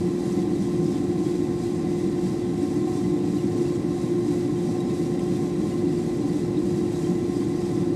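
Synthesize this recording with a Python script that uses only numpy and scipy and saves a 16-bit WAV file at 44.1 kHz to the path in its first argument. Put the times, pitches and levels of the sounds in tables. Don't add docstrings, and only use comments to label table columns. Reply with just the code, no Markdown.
import sys
import numpy as np
from scipy import signal
from scipy.fft import rfft, irfft
from scipy.io import wavfile

SR = 44100
rng = np.random.default_rng(int(sys.argv[2]) if len(sys.argv) > 2 else 0)


def output_pcm(signal):
    pcm = np.clip(np.atleast_2d(signal).T, -1, 1) * 32767
    wavfile.write(sys.argv[1], SR, np.round(pcm).astype(np.int16))


N = 350595

# (frequency [Hz], level [dB per Hz])
DRAUGHT_SPECTRUM = [(200, -82), (370, -61), (474, -61.5), (502, -76.5), (620, -72.5), (675, -77),
                    (790, -80), (930, -83.5), (1500, -92.5), (6000, -110)]
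# (frequency [Hz], width [Hz], level [dB per Hz])
DUCT_MODES = [(534, 26.6, -65), (581.6, 14.6, -66.5)]
# (time [s], gain [dB])
DUCT_SWELL = [(0, -1.5), (3.8, -1), (4.7, 2.5), (5.4, 1.5), (6.2, 0), (7.95, 0.5)]
# (frequency [Hz], level [dB per Hz])
FLAME_SPECTRUM = [(20, -95), (30, -87), (38, -86), (48, -85), (57, -66), (68, -67.5), (100, -55.5),
                  (150, -52.5), (345, -50), (385, -70), (600, -100)]
# (frequency [Hz], width [Hz], level [dB per Hz])
FIREBOX_MODES = [(167, 29, -53), (183.2, 9.1, -47.5), (299, 37, -49)]
# (time [s], frequency [Hz], level [dB])
RUMBLE_SWELLS = [(0.05, 178, -28), (0.41, 190, -28), (0.591, 197, -27), (0.82, 165, -24.5),
                 (1.15, 180, -31.5), (1.23, 292, -28), (1.481, 168, -28), (2.639, 295, -28),
                 (2.83, 306, -27.5), (3.14, 300, -25), (3.28, 174, -27.5), (4.29, 299, -28.5),
                 (4.49, 292, -29), (5.329, 180, -25.5), (5.86, 295, -28.5), (6.25, 295, -26.5),
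                 (6.38, 295, -26), (6.59, 301, -24.5), (7.11, 184, -25), (7.391, 293, -28), (7.8, 183, -27)]
# (harmonic [x shaft rate], level [dB])
FAN_TONES = [(1, -54), (6, -29), (10, -64.5), (12, -58), (18, -57), (20, -64), (30, -74), (50, -75)]
# (frequency [Hz], level [dB], waver [0-1])
MOTOR_DRONES = [(119.8, -45, 0.4), (162.9, -40.5, 0.45), (202.7, -41.5, 0.5), (740, -55, 0.9),
                (2037, -67, 0.9), (3537, -75, 0.6)]
# (frequency [Hz], width [Hz], level [dB per Hz])
SHELL_MODES = [(739, 29, -65.5), (766.6, 23.5, -67), (825, 26, -75), (855, 26, -71.5), (988, 39, -79),
               (1043, 49, -71.5), (1133, 24, -82.5), (1317, 27, -80), (1368, 24, -87), (1483, 28, -86),
               (1568, 14, -81.5), (1674, 30, -84), (1836, 53, -83), (1933, 56, -81.5), (2008, 48, -77.5),
               (2327, 49, -87)]
# (crest time [s], rise in flow [dB])
VANE_THROWS = [(-0.05, 4.5), (0.29, 5.5), (0.63, 3.5), (0.92, 4.5), (1.28, 4), (1.63, 4), (1.99, 3.5),
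               (2.28, 4), (2.66, 4), (2.97, 5), (3.34, 3), (3.62, 5), (4.01, 3.5), (4.33, 5), (4.68, 4),
               (4.98, 4.5), (5.35, 4.5), (5.66, 4), (6.03, 3), (6.35, 4), (6.71, 4.5), (7, 5.5),
               (7.37, 3.5), (7.68, 5)]
# (time [s], change in flow [dB])
FLOW_NUDGES = [(0.79, 0.5), (2.47, -0.8), (3.15, -1), (3.86, -0.5), (4.84, -0.5), (6.51, -2), (7.88, -1.5)]
# (frequency [Hz], level [dB per Hz])
BEAN_SPECTRUM = [(900, -99), (1700, -87), (2300, -86.5), (2800, -93.5), (2980, -94), (3300, -90),
                 (4450, -90.5), (5100, -90), (6500, -89.5), (7000, -90.5), (8100, -89.5), (10000, -95.5),
                 (12500, -102.3), (13400, -109), (15200, -112)]
# (frequency [Hz], width [Hz], level [dB per Hz])
PLATE_MODES = [(2450, 110, -90), (2605, 42, -83), (2715, 25, -86), (2775, 56, -84.5), (3160, 70, -88.5),
               (3530, 140, -89.5), (3730, 37, -85), (3850, 64, -83.5), (3980, 35, -91.5), (4087, 66, -83.5),
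               (4860, 320, -88), (5570, 120, -90), (5930, 60, -89), (6300, 60, -86), (7680, 270, -89.5),
               (8130, 120, -94), (9240, 220, -93.5)]
# (time [s], level [dB], ring frequency [Hz], ring width [Hz], decay [s])
STEEL_ACCENTS = [(0.601, -53, 5870, 80, .025), (2.7403, -53.5, 12300, 600, .004),
                 (2.872, -37.5, 757, 12, 0.051), (3.3824, -52.5, 12200, 600, .004),
                 (3.383, -50, 2830, 160, 0.016), (3.568, -50, 4220, 150, .012),
                 (3.654, -49, 2630, 93, 0.017), (4.408, -46, 4000, 3000, .006),
                 (4.8041, -46, 3870, 100, .015), (4.8036, -47, 8000, 3700, 0.01),
                 (5.1923, -46, 2680, 900, 0.0073), (5.1923, -47, 8800, 2500, .005),
                 (5.722, -50, 2830, 120, 0.015), (5.973, -51, 4565, 120, .012),
                 (6.171, -49, 9500, 2000, .004), (6.331, -50, 3820, 350, .016),
                 (6.5706, -46, 3770, 420, 0.013), (7.044, -49, 3180, 170, .015)]

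AIR_BEFORE_DB, AIR_AFTER_DB = -0.6, 0.6
AIR_RISE_AT_S, AIR_RISE_S = 4.6, 0.98
FLAME_TRIM_DB, SWELL_HALF_S = -0.47, 0.037
SHAFT_HZ = 58.73
SWAY_HZ, SWAY_PEAK_S = 1.481, 0.23
THROW_RISE_S, THROW_FALL_S, NUDGE_HALF_S = 0.1, 0.14, 0.066
CLUMP_DB, CLUMP_HZ = 0.7, 26
PING_LOW_HZ, PING_HIGH_HZ, PING_TILT_DB_PER_OCTAVE = 3094, 8450, 0.7
HIGH_CUT_HZ = 15250


def undb(db):
    return 10 ** (np.asarray(db) / 20)


def unit(x):
    return x / np.sqrt(np.mean(x ** 2))


def times():
    return np.arange(N) / SR


def freqs():
    return np.maximum(np.arange(N // 2 + 1) * SR / N, 1)


def drift(rate_hz):
    return unit(irfft(rfft(rng.standard_normal(N)) / (1 + (freqs() / rate_hz) ** 4), N))


def eq_curve(points):
    hz, db = np.transpose(points)
    return undb(np.interp(np.log(freqs()), np.log(hz), db)) * np.minimum(1, hz[-1] / freqs()) ** 2


def resonances(modes):
    peaks = (undb(db) / (1 + 2 * ((freqs() - hz) / width) ** 2) for hz, width, db in modes)
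    return np.sqrt(sum(peak ** 2 for peak in peaks))


def colour(x, gain):
    return irfft(rfft(unit(x)) * gain, N) * np.sqrt(SR / 2)


def impacts(per_s, spread_db):
    hit = rng.random(N) < per_s / SR
    return hit * rng.standard_normal(N) * undb(spread_db * rng.exponential(size=N))


def tone(hz, waver, rate_hz):
    shake = 1 + waver * (drift(rate_hz) + 1j * drift(rate_hz))
    return unit(np.real(shake * np.exp(2j * np.pi * (hz * times() + rng.random()))))


def draught():
    rush = colour(rng.standard_normal(N), eq_curve(DRAUGHT_SPECTRUM))
    ducts = colour(rng.standard_normal(N), resonances(DUCT_MODES))
    rush_db = np.interp(times() - AIR_RISE_AT_S, [0, AIR_RISE_S], [AIR_BEFORE_DB, AIR_AFTER_DB])
    duct_db = np.interp(times(), *np.transpose(DUCT_SWELL))
    return rush * undb(rush_db) + ducts * undb(duct_db)


def flame():
    body = np.hypot(eq_curve(FLAME_SPECTRUM), resonances(FIREBOX_MODES))
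    boom = colour(rng.standard_normal(N), body) * undb(FLAME_TRIM_DB)
    for s, hz, db in RUMBLE_SWELLS:
        age = times() - s
        swell = np.sqrt(2) * np.sin(2 * np.pi * (hz * age + rng.random()))
        boom += undb(db) * swell * np.exp(-(age / SWELL_HALF_S) ** 2)
    return boom


def blower():
    fan = sum(undb(db) * tone(round(order) * SHAFT_HZ, waver=0.15, rate_hz=5.8)
              for order, db in FAN_TONES)
    hum = sum(undb(db) * tone(hz, waver, rate_hz=2.64) for hz, db, waver in MOTOR_DRONES)
    return fan + hum


def drum_shell(sway_db):
    low = colour(impacts(per_s=2500, spread_db=0.5), resonances(SHELL_MODES[:4]))
    high = colour(impacts(per_s=8000, spread_db=0.5), resonances(SHELL_MODES[4:]))
    sway = np.cos(2 * np.pi * SWAY_HZ * (times() - SWAY_PEAK_S))
    return low + high * undb(sway_db * sway)


def steel_accents():
    out = np.zeros(N)
    for s, db, hz, width, decay_s in STEEL_ACCENTS:
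        age = times() - s
        pitch_hz = hz + width / 2 * drift(width / 2)
        ring = unit(np.sin(2 * np.pi * np.cumsum(pitch_hz) / SR))
        out += undb(db) * ring * (age >= 0) * np.exp(-np.abs(age) / decay_s)
    return out


def bean_flow():
    flow_db = np.zeros(N)
    for s, crest_db in VANE_THROWS:
        age = times() - s
        shower = np.exp(-(age / np.where(age < 0, THROW_RISE_S, THROW_FALL_S)) ** 2)
        flow_db = np.maximum(flow_db, crest_db * shower)
    for s, change_db in FLOW_NUDGES:
        flow_db += change_db * np.exp(-((times() - s) / NUDGE_HALF_S) ** 2)
    return flow_db - flow_db.mean() + CLUMP_DB * drift(CLUMP_HZ)


def bean_pings(flow_db, count, gain_db, decay_s, depth):
    age = times()[:SR // 10]
    out = np.zeros(N + len(age))
    for when, spot, force in rng.random((count, 3)):
        hz = PING_LOW_HZ * (PING_HIGH_HZ / PING_LOW_HZ) ** spot
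        size = force ** 2 * undb(PING_TILT_DB_PER_OCTAVE * np.log2(hz / PING_LOW_HZ))
        start = int(when * N)
        out[start:start + len(age)] += size * np.sin(2 * np.pi * hz * age) * np.exp(-age / decay_s)
    return out[:N] * undb(gain_db + depth * flow_db)


def bean_showers(flow_db, crossover_hz, roll_depth, fall_depth):
    body = np.hypot(eq_curve(BEAN_SPECTRUM), resonances(PLATE_MODES))
    bright = 1 / (1 + (crossover_hz / freqs()) ** 6)
    falling = colour(impacts(per_s=30000, spread_db=-1.5), body * np.sqrt(bright))
    rolling = colour(impacts(per_s=14000, spread_db=1.2), body * np.sqrt(1 - bright))
    return falling * undb(fall_depth * flow_db) + rolling * undb(roll_depth * flow_db)


def reflections(x, t60_s, wet_db):
    age = times()[:SR // 4]
    tail = rng.standard_normal(len(age)) * np.exp(-np.log(1000) * age / t60_s)
    wet = signal.fftconvolve(x, tail / np.linalg.norm(tail))[:N]
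    return (x + undb(wet_db) * wet) / np.hypot(1, undb(wet_db))


def scene():
    flow_db = bean_flow()
    rattle = bean_showers(flow_db, crossover_hz=4000, roll_depth=0.29, fall_depth=0.93) + steel_accents()
    rattle += bean_pings(flow_db, count=1200, gain_db=-53.5, decay_s=0.024, depth=0.84)
    rattle = reflections(rattle, t60_s=0.044, wet_db=-17.5)
    bed = blower() + flame() + draught() + drum_shell(sway_db=0.5)
    return (bed + rattle)[None]


def record(dry):
    return signal.sosfilt(signal.ellip(10, .1, 80, HIGH_CUT_HZ, fs=SR, output="sos"), dry)


dry = scene()
out = record(dry)
output_pcm(out)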